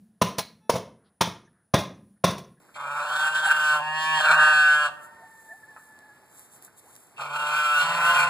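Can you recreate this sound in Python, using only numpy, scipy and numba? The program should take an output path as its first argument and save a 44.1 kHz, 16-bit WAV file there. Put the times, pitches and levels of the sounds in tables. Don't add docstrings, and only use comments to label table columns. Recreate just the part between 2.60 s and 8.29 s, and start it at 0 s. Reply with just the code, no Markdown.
import sys
import numpy as np
from scipy import signal
from scipy.fft import rfft, irfft, next_fast_len
from scipy.io import wavfile
from scipy.ndimage import uniform_filter1d, map_coordinates
from numba import njit

SR = 44100
rng = np.random.default_rng(int(sys.argv[2]) if len(sys.argv) > 2 else 0)


def generate_wav(sig):
    pcm = np.round(np.clip(np.atleast_2d(sig).T, -1, 1) * 32767).astype(np.int16)
    wavfile.write(sys.argv[1], SR, pcm)


N = 250929
TIME = np.arange(N) / SR


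def amp(db):
    return 10 ** (np.asarray(db) / 20)


def unit(x):
    return x / np.sqrt(np.mean(x ** 2) + 1e-20)


def steady(x):
    power = uniform_filter1d(uniform_filter1d(x ** 2, size=1200), size=1200)
    return x / np.sqrt(np.abs(power) + 1e-20)


def smooth(x, size=700):
    return np.array(uniform_filter1d(np.asarray(x, float), size=size))


def gate(start, end):
    return np.sqrt(np.abs(smooth((TIME >= start) & (TIME < end))))


def along(points, hz):
    f, v = np.transpose(points)
    return np.interp(np.log(hz + 1), np.log(f + 1), v)


def curves(rows):
    s, *cols = np.transpose(rows)
    return [np.interp(TIME, s, c) for c in cols]


def wobble(rate):
    return map_coordinates(rng.standard_normal(int(N * rate / SR) + 4), [TIME * rate])


def filtered(x, response):
    m = next_fast_len(N + 8192)
    return irfft(rfft(x, m) * response(np.fft.rfftfreq(m, 1 / SR)), m)[..., :N]


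def keep_below(x, corner_hz, order):
    return filtered(x, lambda hz: 1 / (1 + (hz / corner_hz) ** order))


def keep_above(x, corner_hz, order):
    return filtered(x, lambda hz: 1 - 1 / (1 + (hz / corner_hz) ** order))


def coloured(x, points, size=4096):
    cepstrum = irfft(np.log(amp(along(points, np.fft.rfftfreq(size, 1 / SR)))))
    cepstrum[1:size // 2] *= 2
    cepstrum[size // 2 + 1:] = 0
    return signal.oaconvolve(x, irfft(np.exp(rfft(cepstrum))))[:N]


def pair(x, lag=15 / SR):
    apart = lambda hz: np.clip((hz - 1650) / 550, 0, 1)
    turn = lambda hz: apart(hz) * (2 * np.pi * hz * lag - np.pi) / 2
    sides = np.array([[1], [-1]])
    return filtered(x, lambda hz: np.exp(1j * turn(hz) * sides)) * amp([[-.3], [.3]])


# (frequency [Hz], level [dB])
AIR_COLOUR = [(25, -35), (70, -8.5), (130, -4), (500, -6), (850, -4), (1600, -7.5), (2200, -12.5),
              (3200, -19.5), (5000, -20.5), (15000, -65)]


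def air(level_db=-60, rumble_db=-71):
    hush = amp(level_db + wobble(10.0)) * unit(coloured(rng.standard_normal(N), AIR_COLOUR))
    rumble_colour = [(25, -39.0), (60, -16.0), (130, -6.0), (400, -6.0), (1500, -64.0)]
    rumble = filtered(rng.standard_normal((2, N)), lambda hz: amp(along(rumble_colour, hz)))
    return pair(hush) + amp(rumble_db) * unit(rumble)


# (frequency [Hz], level [dB])
STRAW_COLOUR = [(1500, -50), (3500, -13.5), (5300, -17.5), (7500, -2.5), (9300, -2), (15000, -9.5)]
# (time [s], half length [s], level [dB])
STEPS_IN_STRAW = [(2.442, 0.026, -54), (2.846, 0.15, -58.5), (3.233, 0.063, -59), (3.795, 0.057, -51),
                  (3.948, 0.029, -51.5), (4.048, 0.021, -49.5), (4.189, 0.013, -51), (4.356, 0.1, -55.5)]


def straw(stir_db=-65, grain_db=1.5):
    power = amp(stir_db) ** 2
    for s, length, db in STEPS_IN_STRAW:
        swell = np.exp(-((TIME - s) / length) ** 2 / 2)
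        power = power + (amp(db) * swell) ** 2
    grains = rng.standard_normal(N) * amp(grain_db * wobble(600))
    return np.sqrt(power) * unit(coloured(grains, STRAW_COLOUR))


def bursts(events, colour, t60):
    envelope = sum(amp(db - 60 * np.abs(TIME - s) / t60) * (TIME >= s) for s, db in events)
    return envelope * unit(coloured(rng.standard_normal(N), colour))


# (frequency [Hz], level [dB])
WOOD_COLOUR = [(200, -26), (800, -2), (1300, 4.5), (1750, 5.5), (2100, -23), (2500, -6), (4000, -70),
               (12000, -36)]
# (time [s], level before the added gain [dB])
RAMP_KNOCKS = [(0.087, -61.5), (3.163, -46.5), (4.078, -59)]


def ramp_knocks():
    return amp(6.0) * bursts(RAMP_KNOCKS, WOOD_COLOUR, t60=0.12)


RISE_POWER, SAG_POWER = 2.05, 1.7


def arch(start, crest, end, first, top, last):
    before = np.clip((crest - TIME) / (crest - start), 0, 1)
    after = np.clip((TIME - crest) / (end - crest), 0, 1)
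    return top + (first - top) * before ** RISE_POWER + (last - top) * after ** SAG_POWER


HOARSE_ROUGH, ONSET_ROUGH, BREAK_ROUGH = .53, .3, .36
ONSET_S, CLEARING_S, BREAK_S = .1, .04, .12


def hoarseness(start, clears, clear_rough, breaking):
    hoarse = HOARSE_ROUGH + ONSET_ROUGH * np.exp(-np.abs(TIME - start) / ONSET_S)
    locked = (1 + np.tanh((TIME - clears) / CLEARING_S)) / 2
    clear = clear_rough + BREAK_ROUGH * breaking ** 2
    return smooth(hoarse * (1 - locked) + locked * clear)


def syrinx(pitch_hz, rough, scatter=0.053, uneven_db=4, hiss=1.0, count=90):
    phase = 2 * np.pi * np.cumsum(pitch_hz) / SR
    late = phase + 2 * np.pi * scatter * rough * wobble(130)
    pulses = unit(np.sin((count + .5) * late) / (np.sin(late / 2) + 1e-12) - 1)
    pulses = pulses * amp(uneven_db * rough * wobble(90))
    puffs = unit(rng.standard_normal(N) * (1 + np.cos(phase)) ** 2)
    return np.sqrt(np.clip(1 - rough ** 2, 0, 1)) * pulses + hiss * rough * puffs, phase


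# (delay [s], level [dB])
EARLY_ECHOES = [(.0043, -16), (.0097, -14), (.0171, -15)]


def windpipe_and_walls(x, spread=4e-6):
    def response(hz):
        echoes = 1 + sum(amp(db) * np.exp(-2j * np.pi * hz * delay) for delay, db in EARLY_ECHOES)
        return np.exp(-1j * np.pi * spread * hz ** 2) * echoes
    return filtered(x, response)


@njit
def resonance(x, centre, width):
    out, low, band = np.zeros(len(x)), 0.0, 0.0
    for i in range(len(x)):
        low += centre[i] * band
        band += width * (x[i] - band) - centre[i] * low
        out[i] = band
    return out


def ringing(x, centre_hz, width_hz):
    return resonance(x, 2 * np.pi * centre_hz / SR, 2 * np.pi * width_hz / SR)


# (frequency [Hz], level [dB])
RASP_COLOUR = [(1700, -22.5), (2050, -2.5), (2300, 2.5), (2770, 7), (2950, -3.5), (3250, 3.5), (3850, -1.5),
               (4600, -5.5), (5800, -12.5), (7600, -3), (11200, -16.5), (15000, -21)]
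# (time [s], frequency [Hz])
GAPE_PATH = [(.15, 2210), (.44, 2460), (.66, 3020), (1.26, 2680), (1.58, 2810), (1.68, 2623), (2.08, 2920),
             (2.27, 2670), (4.59, 2406), (4.83, 2630), (5.5, 2722)]
GAPE_WIDTH_HZ, GAPE_GAIN, GAPE_WANDER = 217, 3.85, .07
OVERTONE_RATIO, OVERTONE_GAIN = 1.536, 0.93


def rasp(pitch_hz, rough, treble_db):
    edge = syrinx(pitch_hz, rough, scatter=.028, hiss=.5)[0] + .075 * rng.standard_normal(N)
    paths = rng.standard_normal((3, SR // 10)) * amp(-60 * TIME[:SR // 10] / 0.094)
    smeared = sum(amp(14.6 * wobble(9)) * signal.oaconvolve(edge, path)[:N] for path in paths)
    direct = .25 * unit(windpipe_and_walls(edge, spread=1e-6))
    bright = coloured(direct + steady(smeared), RASP_COLOUR)
    gape_hz, = curves(GAPE_PATH)
    peaks = 0
    for ratio, gain in [(1, GAPE_GAIN), (OVERTONE_RATIO, OVERTONE_GAIN)]:
        centre_hz = ratio * gape_hz * (1 + GAPE_WANDER * wobble(10))
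        peaks = peaks + gain * ringing(bright, centre_hz, GAPE_WIDTH_HZ)
    sound = steady(bright + peaks)
    return sound + (amp(treble_db) - 1) * keep_above(sound, 6000, 12)


# (frequency [Hz], level [dB])
OPENING_THROAT = [(300, -30), (430, -25), (600, 1), (680, -14.5), (750, -2.5), (860, 1.5), (1050, 7),
                  (1220, 8), (1370, 7.5), (1520, 10), (1680, -2.5), (1830, -4), (2050, -26)]
MOANING_THROAT = [(200, -31), (470, -32.5), (625, -16.5), (780, -1), (930, -0.5), (1100, 3.5), (1250, -4.5),
                  (1410, -16), (1570, -1.5), (1730, 5.5), (1880, -1), (2050, -70.5)]
BLARING_THROAT = [(200, -58), (450, -28.5), (600, -8.5), (760, -9.5), (910, -10.5), (1060, -5.5), (1210, 9),
                  (1360, 8), (1520, 15.5), (1670, 9), (1820, 0), (2000, -59.5)]
SECOND_BOUT_THROAT = [(200, -55.5), (450, -15.5), (600, -3), (750, -5), (900, 1.5), (1050, 4), (1200, 6),
                      (1350, 4), (1500, 10), (1650, -10), (1800, -10.5), (2050, -24)]
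# (time [s], level [dB])
OPENING_LEVEL = [(0.156, -38), (0.178, -38.5), (0.38, -28), (0.43, -32.5), (0.684, -20), (0.71, -32),
                 (0.754, -24), (0.828, -28), (0.86, -17.5), (0.87, -27.5), (0.916, -16), (0.932, -23.5),
                 (1.13, -19.5), (1.175, -26.5)]
MOAN_LEVEL = [(1.21, -40), (1.264, -36), (1.272, -33), (1.61, -24.5)]
BLARE_LEVEL = [(1.64, -23), (1.66, -20.5), (1.684, -14.5), (1.77, -20.5), (1.8, -14), (1.94, -17),
               (2.09, -15.5), (2.15, -19.5), (2.267, -23.5), (2.3, -44.5)]
REPRISE_LEVEL = [(4.59, -40.5), (4.626, -35), (4.706, -39.5), (4.743, -30.5), (5.194, -19.5), (5.21, -19.5)]
CLOSING_LEVEL = [(5.25, -28.5), (5.374, -29), (5.464, -20.5), (5.638, -23), (5.68, -30)]
# (start [s], crest [s], end [s], start
# pitch [Hz], crest pitch [Hz], # end pitch [Hz], time the voice clears [s], base level of rasp [dB], treble of
# rasp [dB], # fundamental relative to the chest [dB], roughness once clear [0-1])
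GOOSE_CALLS = [(0.162, 0.803, 1.212, 139.9, 153.9, 150.5, 1.015, -31, 2, -23, 0.16),
               (1.183, 1.516, 1.595, 149.8, 157.8, 154.6, 1.2, -26, -3, -19.5, 0),
               (1.616, 1.8, 2.286, 152.3, 153.1, 147.9, 1.767, -30, 0, -24, 0.11),
               (4.587, 4.97, 5.23, 139.7, 150.2, 146.1, 5.02, -28, 0, -18, 0.2),
               (5.226, 5.464, 5.6, 146.9, 150, 146.8, 4.85, -26.5, 0.5, -14, 0.39)]
# (start [s], end [s])
HONKING_BOUTS = [(.163, 2.291), (4.586, 5.7)]
# (time [s], frequency [Hz], gain [times])
BEAK_PATH = [(.17, 1130, 5.9), (.35, 1330, 3), (.55, 1470, 1.9), (.7, 1496, 4.1), (.78, 1600, 13),
             (.92, 1575, 4.7), (1.1, 1537, 3.4), (1.17, 1390, 2), (1.25, 1660, 1.3), (1.58, 1730, 0.89),
             (1.68, 1372, 2.8), (1.8, 1600, 0.66), (2.1, 1540, 3.88), (2.27, 1370, 1.822),
             (4.6, 1267, 3.62), (4.95, 1440, 2.5), (5.11, 1340, 4.04), (5.2, 1440, 1.3), (5.27, 1349, 2.5),
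             (5.5, 1475, 2)]
# (time [s], frequency [Hz], level of the chest tone [dB])
WINDPIPE_PATH = [(.17, 840, -39.5), (.35, 870, -34.5), (.48, 753, -35), (.66, 920, -35.5), (.78, 850, -38),
                 (1.1, 1020, -34.5), (1.15, 1010, -27), (1.22, 897, -31), (1.34, 990, -32),
                 (1.5, 1060, -29.5), (1.58, 960, -25.5), (1.62, 980, -31), (1.7, 910, -27),
                 (2.07, 734, -37), (2.22, 1046, -32.5), (4.6, 861.5, -40.5), (4.9, 912, -32.5),
                 (5.1, 759.8, -37.5), (5.6, 887, -34)]
BEAK_WIDTH_HZ, WINDPIPE_WIDTH_HZ, WINDPIPE_GAIN = 128, 37.5, 1.5
PITCH_WANDER, BREAK_SAG_HZ = .009, 2.5
USUAL_DB, RASP_DB_PER_DB, RASP_DB_PER_HZ, RASP_BREAK_DB = -20, 0.6567, 0.57, 5
RASP_ONSET_DB, RASP_ONSET_S = 5, 0.061
RASP_LEAD_S = 0.014


def near_geese():
    throats = [OPENING_THROAT, MOANING_THROAT, BLARING_THROAT, SECOND_BOUT_THROAT, SECOND_BOUT_THROAT]
    calls = np.array(GOOSE_CALLS)
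    current = np.searchsorted((calls[:-1, 2] + calls[1:, 0]) / 2, TIME)
    (start, crest, end, first_hz, crest_hz, last_hz, clears,
     rasp_db, treble_db, fundamental_db, clear_rough) = calls[current].T
    levels = [OPENING_LEVEL, MOAN_LEVEL, BLARE_LEVEL, REPRISE_LEVEL, CLOSING_LEVEL]
    honk_db, = curves(np.concatenate(levels))
    beak_hz, beak_gain = curves(BEAK_PATH)
    windpipe_hz, chest_db = curves(WINDPIPE_PATH)

    breaking = np.clip(1 - (end - TIME) / BREAK_S, 0, 1)
    rough = hoarseness(start, clears, clear_rough, breaking)
    arched_hz = arch(start, crest, end, first_hz, crest_hz, last_hz)
    held_hz = smooth(arched_hz - BREAK_SAG_HZ * breaking ** 2, size=1500)
    pitch_hz = held_hz * (1 + PITCH_WANDER * rough * wobble(30))

    puff_db = RASP_ONSET_DB * np.exp(-np.maximum(TIME - start, 0) / RASP_ONSET_S)
    loudness_db = RASP_DB_PER_DB * (honk_db - USUAL_DB)
    tension_db = RASP_DB_PER_HZ * (held_hz - crest_hz)
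    rasp_db = smooth(rasp_db + puff_db + loudness_db + tension_db + RASP_BREAK_DB * breaking)

    def throat(x):
        echoed = windpipe_and_walls(x)
        return sum(smooth(current == k, size=1800) * coloured(echoed, shape)
                   for k, shape in enumerate(throats))

    source, phase = syrinx(pitch_hz, rough)
    throaty = throat(source)
    regular = throat(syrinx(pitch_hz, .5 * rough ** 2, scatter=.06, hiss=.8)[0])
    voice = throaty + beak_gain * ringing(regular, beak_hz, BEAK_WIDTH_HZ)
    upper = steady(voice - keep_below(voice, 1150, 24))
    chest = throaty + WINDPIPE_GAIN * ringing(regular, windpipe_hz, WINDPIPE_WIDTH_HZ)
    chest = keep_above(keep_below(chest, 1150, 24), 220, 6)
    fundamental = amp(smooth(fundamental_db)) * np.sin(phase)
    body = amp(chest_db) * (steady(chest) + fundamental) + amp(honk_db) * upper

    sputter = amp(1.9 * rough * wobble(60))
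    voiced = sum(gate(first, last) for first, last in HONKING_BOUTS)
    rasping = sum(gate(first - RASP_LEAD_S, last) for first, last in HONKING_BOUTS)
    edge = amp(rasp_db) * rasp(pitch_hz, rough, smooth(treble_db))
    return sputter * (voiced * body + rasping * edge)


COOP_T60_S, COOP_DB = .35, -11


def coop(x):
    tails = rng.standard_normal((2, SR // 2)) * amp(-60 * TIME[:SR // 2] / COOP_T60_S)
    bright = keep_above(x, 2200, 12)
    sides = [signal.fftconvolve(bright, tail / np.linalg.norm(tail))[:N] for tail in tails]
    return amp(COOP_DB) * np.array(sides)


# (frequency [Hz], time to die by 60 dB [s])
YARD_DECAY = [(200, 0.95), (1500, 0.8), (3000, 0.75), (12000, 0.039)]


def yard(x):
    hz, t, z = signal.stft(rng.standard_normal(SR), SR, nperseg=256)
    fading = z * amp(-60 * t / along(YARD_DECAY, hz)[:, None])
    tail = signal.istft(fading, SR, nperseg=256)[1]
    return signal.fftconvolve(x, tail / np.linalg.norm(tail))[:N]


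def second_goose(call, throat, rough, fundamental_db):
    start, crest, end, first_hz, crest_hz, last_hz, db, swell_db = call
    source, phase = syrinx(arch(start, crest, end, first_hz, crest_hz, last_hz), rough)
    envelope = gate(start, end) * amp(db + arch(start, crest, end, -swell_db, 0, -swell_db))
    shaped = unit(coloured(windpipe_and_walls(source), throat))
    return envelope * (shaped + amp(fundamental_db) * np.sin(phase))


# (frequency [Hz], level [dB])
JOINING_THROAT = [(200, -81), (600, -26.5), (790, 2.5), (1000, -12.5), (1550, -8.5), (2100, -24.5),
                  (2800, -17), (4500, -21.5), (5600, -45.5), (7700, -16), (11000, -27), (15000, -52)]
ANSWERING_THROAT = [(200, -27.5), (400, -40.5), (520, -14), (690, -4.5), (860, 2.5), (1040, 10.5),
                    (1200, -3), (1380, 4.5), (1550, -2), (2060, -7), (3500, -65.5), (9000, -50)]
# (start [s], crest [s], end [s], start pitch [Hz], crest pitch [Hz],
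# end pitch [Hz], level [dB], swell [dB])
SECOND_GOOSE_CALLS = [(0.55, 0.662, 0.76, 156.8, 158.4, 161, -35, 17),
                      (0.83, 0.875, 0.897, 156, 159, 158, -27, 14),
                      (5.21, 5.565, 5.8, 162.8, 173.5, 168.5, -26, 6.5)]
MOAN_RUNNING_ON = (1.63, 1.86, 1.94, 157, 156.6, 156.2, -28.5, 5)


def overlapping_calls():
    *joining, answer = SECOND_GOOSE_CALLS
    out = sum(second_goose(call, JOINING_THROAT, rough=.35, fundamental_db=-32) for call in joining)
    out += second_goose(answer, ANSWERING_THROAT, rough=.3, fundamental_db=-20)
    return out + second_goose(MOAN_RUNNING_ON, MOANING_THROAT, rough=.1, fundamental_db=-26)


CROW_START_S = 2.3
CROW_END_HZ, CROW_SAG_HZ, CROW_SAG_S = 1700, 125, 0.8
# (time [s], level [dB])
CROW_LEVEL = [(2.3, -52), (2.87, -54), (2.905, -40.5), (2.935, -43), (2.955, -51), (2.98, -47.5),
              (3.01, -58), (3.04, -44), (3.07, -60), (3.1, -44), (3.135, -54), (3.5, -51.5), (3.6, -62.5),
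              (4.4, -81)]


def rooster(fundamental_db=-52, thinning_db_per_s=10, waver=0.011):
    t = np.maximum(TIME - CROW_START_S, 0)
    second_hz = CROW_END_HZ + CROW_SAG_HZ * np.exp(-(t / CROW_SAG_S) ** 2)
    db, = curves(CROW_LEVEL)
    phase = np.pi * np.cumsum(second_hz * (1 + waver * wobble(110))) / SR
    second = np.sin(2 * phase) * amp(db + 2.4 * wobble(85))
    fundamental = np.sin(phase) * amp(fundamental_db - thinning_db_per_s * t + 4 * wobble(55))
    return gate(CROW_START_S, np.inf) * (second + fundamental)


# (time [s], pitch [Hz], upward slide [octaves per s], level [dB])
DUCK_CLUCKS = [(2.64, 733, 4.8, -50.5), (2.93, 711, 5, -48.5), (4.278, 900, 27, -56)]


def clucks(length=.03, rough=.05):
    out = np.zeros(N)
    for s, hz, slide, db in DUCK_CLUCKS:
        t = np.clip(TIME - s, -.15, .15)
        pitch_hz = hz * 2 ** (slide * t) * (1 + rough * wobble(200))
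        tone = np.sin(2 * np.pi * np.cumsum(pitch_hz) / SR)
        out += amp(db) * np.exp(-(t / length) ** 2) * tone
    return out


# (time [s], level before the added gain [dB])
STALK_SNAPS = [(3.3902, -44.5), (3.7948, -40.5), (4.025, -41), (4.0494, -39), (4.195, -45.5), (4.354, -41),
               (4.3638, -41)]


def snapping_stalks():
    return amp(5) * bursts(STALK_SNAPS, STRAW_COLOUR, t60=0.004)


def scene():
    geese = near_geese() + overlapping_calls()
    small = straw() + ramp_knocks() + rooster() + clucks() + snapping_stalks()
    spread_colour = [(170, -3), (300, -1), (700, -10), (1400, -23.0), (2600, -41.5)]
    both_sides = np.array([yard(geese), yard(geese)])
    diffuse = filtered(both_sides, lambda hz: amp(along(spread_colour, hz)))
    front = pair(geese + small + amp(-23) * yard(geese))
    return front + coop(geese) + diffuse + air()


TOP_HZ = 15050


def record(dry):
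    return filtered(dry, lambda hz: (hz < TOP_HZ) * hz / np.hypot(hz, 70))


dry = scene()
out = record(dry)
generate_wav(out)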